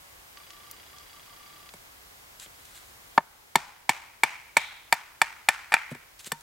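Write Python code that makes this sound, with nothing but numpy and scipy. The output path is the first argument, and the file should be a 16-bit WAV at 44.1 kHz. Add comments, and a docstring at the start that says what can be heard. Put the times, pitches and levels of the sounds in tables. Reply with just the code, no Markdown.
"""Quiet forest: a wooden baton drives a knife through a billet on a stump in nine sharp knocks.
Knocks sum ringing modes, noise bursts and a stop pulse; tree trunks scatter them back as decaying noise.
The billet cracks on the fifth and ninth. Thuds, clicks and rustling needles are shaped noise; the dropped baton rings.
Early on a camera's lens motor ticks and hums over hiss and a thin whine; a gain control ducks under the blows."""
import sys
import numpy as np
from scipy import signal
from scipy.fft import rfft, irfft, next_fast_len
from scipy.io import wavfile
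from scipy.ndimage import uniform_filter1d

SR = 44100
rng = np.random.default_rng(int(sys.argv[2]) if len(sys.argv) > 2 else 0)


def generate_wav(sig):
    """Save sig (samples, or channels by samples) to the path in sys.argv[1] as 16-bit PCM at SR."""
    pcm = np.round(np.clip(np.atleast_2d(sig).T, -1, 1) * 32767).astype(np.int16)
    wavfile.write(sys.argv[1], SR, pcm)


N = 283239
TIME = np.arange(N) / SR
AGE = TIME[:SR // 3]  # time since a blow [s]
STEREO = np.array([[1], [-1]])  # side signal: left plus, right minus


def undb(db):
    """Decibels to gain."""
    return 10 ** (np.asarray(db) / 20)


def unit(x):
    """Scale to rms 1."""
    return x / np.sqrt(np.mean(x ** 2))


def punch(x):
    """Scale a hit to the energy of 12 ms at rms 1."""
    return x / np.sqrt(np.mean(x ** 2) * x.shape[-1] / (0.012 * SR))


def add(out, start_s, x):
    """Mix x into out from start_s on."""
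    i = int(start_s * SR)
    out[:, i:i + x.shape[-1]] += x[..., :N - i]


def band(x, low_hz, high_hz):
    """Causal band-pass."""
    edges_hz = [low_hz, min(high_hz, 0.45 * SR)]
    return signal.sosfilt(signal.butter(3, edges_hz, "band", fs=SR, output="sos"), x)


def colour(x, points):
    """Shape x by a spectrum of (frequency [Hz], level [dB]) points, joined on a log-frequency axis."""
    hz, db = np.transpose(points)
    size = next_fast_len(x.shape[-1])
    bins_hz = np.maximum(np.arange(size // 2 + 1) * SR / size, 1)
    gain = undb(np.interp(np.log(bins_hz), np.log(hz), db))
    return irfft(rfft(x, size) * gain, size)[..., :x.shape[-1]]


def fade(t, t60_s):
    """Exponential decay, 60 dB down after t60_s."""
    return np.exp(-np.log(1000) * t / t60_s)


def ring(modes, tuning=1):
    """Struck modes: decaying sines."""
    out = 0
    for hz, db, t60_s in modes:
        out = out + undb(db) * fade(AGE, t60_s) * np.sin(2 * np.pi * hz * tuning * AGE)
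    return out


def burst(low_hz, high_hz, t60_s, width, chatter_db=0):
    """A crowd of weak modes: decaying noise in a band, grainy when the contact chatters."""
    steps = np.repeat(rng.standard_normal(len(AGE) // 12 + 1), 12)[:len(AGE)]  # 12-sample grains
    noise = rng.standard_normal((2, len(AGE))) * undb(chatter_db * steps) * fade(AGE, t60_s)
    mid, side = band(noise, low_hz, high_hz)
    return punch(mid + width * STEREO * side)


# air and hiss spectrum: (frequency [Hz], relative density [dB per Hz])
AIR_SPECTRUM = [(15, -33), (25, -3.5), (70, 0.5), (228, -11.5), (269, -10), (654, -9), (729, -5.5),
                (834, -7.5), (1120, -7), (1360, -9), (1870, -10.5), (2030, -8.5), (2390, -12.5),
                (3880, -13), (15800, -15)]
# stereo width of the air: (frequency [Hz], side minus mid [dB])
AIR_SIDE = [(60, -32), (110, -10.5), (200, -2), (380, 3.5), (700, 2), (1290, 3), (2380, 4.5), (4400, 1),
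            (8120, -3.5), (15000, -20.5)]


def air(hiss_db=-53.5, whine_db=-78):
    """Wide coloured noise for forest air and camera hiss; a steady high sine for the camera's whine."""
    mid, side = colour(rng.standard_normal((2, N)), AIR_SPECTRUM)
    hiss = (mid + STEREO * colour(side, AIR_SIDE)) / np.std(mid)
    whine = np.sqrt(2) * np.sin(2 * np.pi * 15734 * TIME)
    return undb(hiss_db) * hiss + undb(whine_db) * whine


# resonances of the lens barrel: (frequency [Hz], relative level [dB], t60 [s])
BARREL_MODES = [(2300, 3.5, 0.0045), (2920, -4, .018), (3300, 1, 0.012), (3850, -5, 0.0059),
                (4720, -4.5, 0.033)]
# longer motor moves that hum: (start [s], length [s], relative level [dB])
LENS_RUNS = [(0.367, 0.054, -57), (0.499, 0.25, -59), (0.937, 0.1, -59), (1.137, 0.068, -58.5),
             (1.277, 0.066, -57.5), (1.37, 0.32, -59.5)]


def lens_motor(step_hz=30.17, hum_hz=1168, rattle=0.098, rattle_decay_cycles=0.47, tick_db=-58, hum_db=7):
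    """Motor jerks and rattle, at the step rate, ring the lens barrel; longer moves hum between jerks."""
    cycle, phase = np.divmod(TIME * step_hz, 1)
    jerks = np.diff(cycle, prepend=0) * undb(2.5 * rng.standard_normal(N))
    drive = jerks + rattle * rng.standard_normal(N) * np.exp(-phase / rattle_decay_cycles)
    ticks = unit(signal.fftconvolve(drive, ring(BARREL_MODES))[:N]) * undb(tick_db)
    ticks = ticks * (TIME > 0.368) * (TIME < 1.67)  # motor on, before gear slack
    moves = sum(undb(db) * (TIME > start) * (TIME < start + length) for start, length, db in LENS_RUNS)
    moving = uniform_filter1d(moves, size=200)
    phase_jump_rad = 0.5 * rng.standard_normal(N)[cycle.astype(int)]  # new at each step
    hum = np.sin(2 * np.pi * hum_hz * TIME + phase_jump_rad) * np.sin(np.pi * phase) ** 2
    slack = int(0.0032 * SR)  # gears take up their play first
    return np.roll(ticks, slack) + undb(hum_db) * moving * hum


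# dull bumps of wood on stump and soil, and under the first blow: (time [s], relative level [dB], wood clack
# minus thump [dB])
THUDS = [(1.739, -54.5, 2.5), (2.46, -65.5, 7), (3.177, -47, 6), (5.915, -30.5, -9), (5.949, -48, 1),
         (6.268, -47.5, -1), (6.32, -38, 1)]
THUMP_HZ, THUMP_T60_S, CLACK_HZ, CLACK_T60_S = 180, 0.053, 480, 0.033


def thuds(out):
    """Dull bumps: a low thump and a higher clack, each a decaying noise band; the one at 3.177 s dulls the
    first blow."""
    for start_s, db, clack_db in THUDS:
        for hz, t60_s, part_db in (THUMP_HZ, THUMP_T60_S, 0), (CLACK_HZ, CLACK_T60_S, clack_db):
            add(out, start_s, undb(db + part_db) * burst(hz / 1.38, hz * 1.4, t60_s, 0.064))


# small clicks and snaps: (time [s], relative level [dB], band centre [Hz])
SNAPS = [(0.372, -37.5, 2800), (.505, -36.5, 3500), (0.712, -30, 10000), (0.984, -39.5, 3980),
         (1.69, -37, 2600), (2.398, -33.5, 5000), (2.461, -40.5, 1900), (2.653, -41.5, 6040),
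         (4.94, -25, 8000), (6.193, -35, 4200), (6.245, -32.5, 4000), (6.409, -39.5, 5650)]


def snaps(out, level_db=-11.5):
    """Small clicks and snaps: short noise bursts about two octaves wide."""
    for start_s, db, hz in SNAPS:
        add(out, start_s, undb(db + level_db) * burst(hz / 2, hz * 1.94, 0.022, 0.37))


# dry needles disturbed: (time [s], length [s], relative level [dB])
RUSTLES = [(2.394, 0.071, -45.5), (2.495, 0.5, -58), (2.739, 0.053, -48.5), (5.902, 0.031, -46.5),
           (6.187, 0.033, -43), (6.201, 0.12, -49), (6.254, 0.032, -35)]
# needle crackle spectrum: (frequency [Hz], relative level [dB])
NEEDLE_SPECTRUM = [(300, -31), (1500, -4), (3000, -1.5), (4000, 1), (5400, -7.5), (7600, 1), (10000, -4.5),
                   (15500, -12.5)]


def rustles(out, grain_db=1.5):
    """Dry needles crackle: uneven noise grains, coloured, swelling and falling as a half sine."""
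    for start_s, length_s, db in RUSTLES:
        size = int(length_s * SR)
        grains = rng.standard_normal((2, size)) * undb(grain_db * rng.exponential(size=size))
        mid, side = unit(colour(grains, NEEDLE_SPECTRUM))
        swell = np.sin(np.linspace(0, np.pi, size))
        add(out, start_s, undb(db) * swell * (mid + 0.13 * STEREO * side))


# the baton out of the hand: (frequency [Hz], relative level [dB], t60 [s])
FREE_BATON_MODES = [(145.6, -40.5, 0.17), (925, -35, 0.18), (1950, -52, .067)]


def dropped_baton(out, drop_s=6.319, drop_db=2):
    """The baton, free of the hand, rings on in its own modes."""
    add(out, drop_s, undb(drop_db) * ring(FREE_BATON_MODES))


def handling():
    """Small sounds around the knocks: thuds, clicks and snaps, rustles and the dropped baton."""
    out = np.zeros((2, N))
    thuds(out)
    snaps(out)
    rustles(out)
    dropped_baton(out)
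    return out


# sounding parts: stump, baton, lower blade, upper blade, billet, contact crack
# (low edge [Hz], high edge [Hz], lag [s], weak-mode noise t60 [s], noise minus modes [dB])
PARTS = [(114.5, 420, .0001, 0.038, -3.5), (591, 1130, 0.00034, 0.0221, -7),
         (1070, 2225, .0001, 0.026, 0.5), (1980, 2670, 0.00041, 0.031, -17.5),
         (2800, 4730, 0.00054, 0.015, 2.5), (4830, 13500, 0.00121, 0.018, -2)]
# same parts; the stump thumps less and the wedged steel rings more as the blade sinks
# (level at first bite [dB], change when through [dB], exponent of depth [1], share of free ring [1])
SINKING = [(-29.5, -12.5, 0.32, 0.15), (-15.5, -4, 0.76, 0), (-23, 5.5, 2.4, 0), (-18.5, 1.5, 1.1, 0.95),
           (-23.5, -1.4, 0.47, 0), (-23.5, -1.3, 1.1, 0.067)]
SOFT_ABOVE_HZ = 1660  # softness dulls parts above this


def part_levels(force_db, softness, ring_db, depth):
    """Part levels [dB] from force, contact softness, blade ring and blade depth (0-1)."""
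    levels_db = []
    for (low_hz, high_hz, *_), (db, sink_db, power, share) in zip(PARTS, SINKING):
        octaves = max(np.log2(np.sqrt(low_hz * high_hz) / SOFT_ABOVE_HZ), 0)
        level_db = force_db + db + sink_db * depth ** power
        levels_db.append(level_db + share * ring_db - softness * octaves)
    return levels_db


# colour of the scattered sound: (frequency [Hz], relative level [dB])
FOREST_SPECTRUM = [(150, -3.5), (480, -14), (750, -3.5), (910, 3.5), (1100, 0.5), (1500, 6), (2050, 3),
                   (2330, 4), (2700, 0), (4000, 2), (5600, 3.5), (8000, 4), (14000, -9.5)]


def forest(levels_db, near_db=15.5, near_t60_s=0.058, far_t60_s=0.75, treble_t60_s=0.47,
           near_build_s=0.00556, far_build_s=0.046, patchy_db=2, width=0.56):
    """Trunk after trunk scatters the blow back: a noise wash, its treble dying first."""
    t = TIME[:SR]
    mid, side = rng.standard_normal((2, SR))
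    patches = unit(uniform_filter1d(rng.standard_normal(SR), size=150))
    noise = (mid + width * STEREO * side) * undb(patchy_db * patches)
    blow_spectrum = []
    for db, (low_hz, high_hz, *_) in zip(levels_db, PARTS):
        density_db = db - 10 * np.log10((high_hz - low_hz) / (SR / 2))  # energy spread over its band
        blow_spectrum.append((np.sqrt(low_hz * high_hz), density_db))
    wash = colour(colour(noise, blow_spectrum), FOREST_SPECTRUM)
    lows = colour(wash, [(2500, 0), (5000, -6), (10000, -24)])
    far = lows * fade(t, far_t60_s) + (wash - lows) * fade(t, treble_t60_s)
    near = undb(near_db) * wash * fade(t, near_t60_s)
    return far * np.clip(t / far_build_s, 0, 1) + near * np.clip(t / near_build_s, 0, 1)


# the billet gives way, its crack hangs among the trees:
# (time [s], relative level [dB], low edge [Hz], high edge [Hz], t60 [s])
SPLITS = [(4.575, -30.5, 3130, 4100, 0.89), (5.745, -37, 2200, 2400, .9)]


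def splits(out):
    """Splitting wood: narrow, wide-stereo noise bursts, faded out at the end of AGE."""
    for start_s, db, low_hz, high_hz, t60_s in SPLITS:
        end_fade = np.clip((AGE[-1] - AGE) / 0.024, 0, 1)
        add(out, start_s, undb(db) * burst(low_hz, high_hz, t60_s, 0.71) * end_fade)


def stop(stretch, hz=1750, length_s=0.00051, lag_s=0.00066):
    """The baton's sudden stop on the spine: one short pressure wave, slowed by stretch."""
    t = AGE / stretch - lag_s
    return -np.sin(2 * np.pi * hz * t) * np.exp(-(t / length_s) ** 2)


# baton, knife, billet and stump pressed together, before detuning and wedging:
# (frequency [Hz], relative level [dB], t60 [s])
PRESSED_MODES = [(156, -5.5, 0.088), (230.5, 12, 0.032), (383, 2, 0.054), (756, -9, 0.029),
                 (921.4, 0, 0.03), (1460, -9, 0.014), (1710, 4, 0.014), (1794, 3.5, 0.042),
                 (2232, -13.5, 0.016), (2369, -7.5, 0.018), (2910, -8, 0.027), (3556, -6, 0.038),
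                 (4490, -20.5, 0.029), (4490, -4.5, 0.025), (5490, 1, 0.022), (7240, 8, 0.014),
                 (7500, -8.5, 0.036), (7820, 10.5, 0.013), (8640, 2.5, 0.023), (10270, -14, 0.017),
                 (10200, -5, 0.02), (12900, -13.5, 0.023), (13660, -11, 0.0144), (14700, -6, .014)]


def knock(levels_db, blade_tuning, wedge, scatter=0.009, width=0.19, chatter_db=6, bite_s=0.00072):
    """One blow: each part rings in its own modes, slightly detuned at random, plus a noise crowd."""
    out = 0
    for part, (db, (low_hz, high_hz, lag_s, t60_s, crowd_db)) in enumerate(zip(levels_db, PARTS)):
        tuning = blade_tuning if part == 3 else 1  # upper blade only
        hold = wedge if part >= 2 else 1  # not stump or baton
        tone, sign = 0, 1
        for hz, mode_db, mode_t60_s in PRESSED_MODES:
            if low_hz < hz < high_hz:
                mode = (hz * (1 + scatter * rng.standard_normal()), mode_db, mode_t60_s * hold)
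                tone = tone + sign * ring([mode], tuning)
                sign = -sign  # neighbours swing oppositely: ring builds over a few cycles
        no_bass = signal.butter(2, low_hz * 0.93, "high", fs=SR, output="sos")
        tone = signal.sosfilt(no_bass, tone)  # each part keeps to its own band, nothing below it
        # short waves differ more between the two channels
        crowd = burst(low_hz, high_hz, t60_s, width * np.sqrt(low_hz / 1500), chatter_db)
        sound = punch((punch(tone) + undb(crowd_db) * crowd) * np.clip(AGE / bite_s, 0, 1))
        delayed = np.pad(sound, ((0, 0), (int(lag_s * SR), 0)))[:, :len(AGE)]
        out = out + undb(db) * delayed
    return band(out, 80, 18000)


# blows, weak touches and the uneven last split:
# (time [s], force [dB], contact softness [dB per octave], free ring of the blade [dB])
KNOCKS = [(1.737, -39.5, -3, -1.5), (3.1776, 4, 9.5, -8), (3.555, 2, 0, -3.5), (3.892, -2, -0.5, 1.5),
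          (4.2339, -2, 0.04, 5), (4.5677, -1, -0.5, 4), (4.9245, 1.5, 0.5, -3), (5.2157, 0.5, 0, -1.2),
          (5.4864, 0.7, -1, -0.5), (5.7206, -9, 3.5, -3), (5.7276, -13, 2, -3.5), (5.7393, 0, 1.03, 4),
          (5.7656, -19.5, 9, 11), (5.948, -31.5, -1, -5), (6.318, -14.5, -4, -10.5)]
# ground and nearest trunks answer singly: (delay [s], level before echo strength [dB])
REFLECTIONS = [(.0068, -23.5), (0.0154, -24), (0.0266, -24)]
BITE_S, THROUGH_S = 3.88, 5.5  # blade sinks steadily between
BLADE_TUNING, TUNING_RISE = 0.957, 0.054  # pitch ratio at first bite; rise as the wood grips
WEDGE_GROWTH, SOFT_DAMPING_DB = 0.049, 0.42  # ring time: gain at full depth; loss per softness
PUSH_PER_SOFTNESS = 0.053  # a soft contact stops the baton more slowly
# echo strength after a blow: base [dB], change per dB of ring, per softness, at full depth
ECHO_DB, ECHO_PER_RING, ECHO_PER_SOFTNESS, ECHO_SINK_DB = -18, 0.62, 1, -1.25


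def batoning(direct_db=3.5, forest_db=-4, stop_db=11):
    """Baton on blade: knocks, their first reflections, the forest's answer and the splits."""
    out = np.zeros((2, N))
    for start_s, force_db, softness, ring_db in KNOCKS:
        depth = np.clip((start_s - BITE_S) / (THROUGH_S - BITE_S), 0, 1)
        levels_db = part_levels(force_db, softness, ring_db, depth)
        spine_db = levels_db[2]  # lower blade
        blade_tuning = BLADE_TUNING + TUNING_RISE * depth
        wedge = (1 + WEDGE_GROWTH * depth) * undb(-SOFT_DAMPING_DB * softness)
        pulse = undb(spine_db + stop_db) * stop(1 + PUSH_PER_SOFTNESS * max(softness, 0))
        blow = undb(direct_db) * (knock(levels_db, blade_tuning, wedge) + pulse)
        add(out, start_s, blow)
        echo_db = ECHO_DB + ECHO_PER_RING * ring_db - ECHO_PER_SOFTNESS * softness + ECHO_SINK_DB * depth
        add(out, start_s, undb(echo_db + forest_db) * forest(levels_db))
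        for delay_s, db in REFLECTIONS:
            # reflections follow half the echo strength
            reflection = undb(db + (echo_db + 13) / 2) * band(blow, 382, 4600)
            add(out, start_s + delay_s, reflection)
    splits(out)
    return out


def scene():
    """Knocks and handling slightly left, over the lens motor and air."""
    pan = undb(STEREO * 0.25)
    return (batoning() + handling()) * pan + lens_motor() + air()


def record(dry, threshold=0.23, slope=0.25, release_s_per_neper=2.8, ceiling=1.14, top_hz=16000):
    """Gain drops at once on peaks over threshold, recovers slowly; peaks are rounded, the top is cut."""
    over = np.log(np.abs(dry).max(axis=0) / threshold + 1e-9)
    release = TIME / release_s_per_neper
    held = np.maximum.accumulate(over + release) - release
    ducked = dry * np.exp(-slope * np.maximum(held, 0))
    rounded = ceiling * np.tanh(ducked / ceiling)
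    return signal.sosfilt(signal.ellip(10, 0.2, 70, top_hz, fs=SR, output="sos"), rounded)


dry = scene()
out = record(dry)
generate_wav(out)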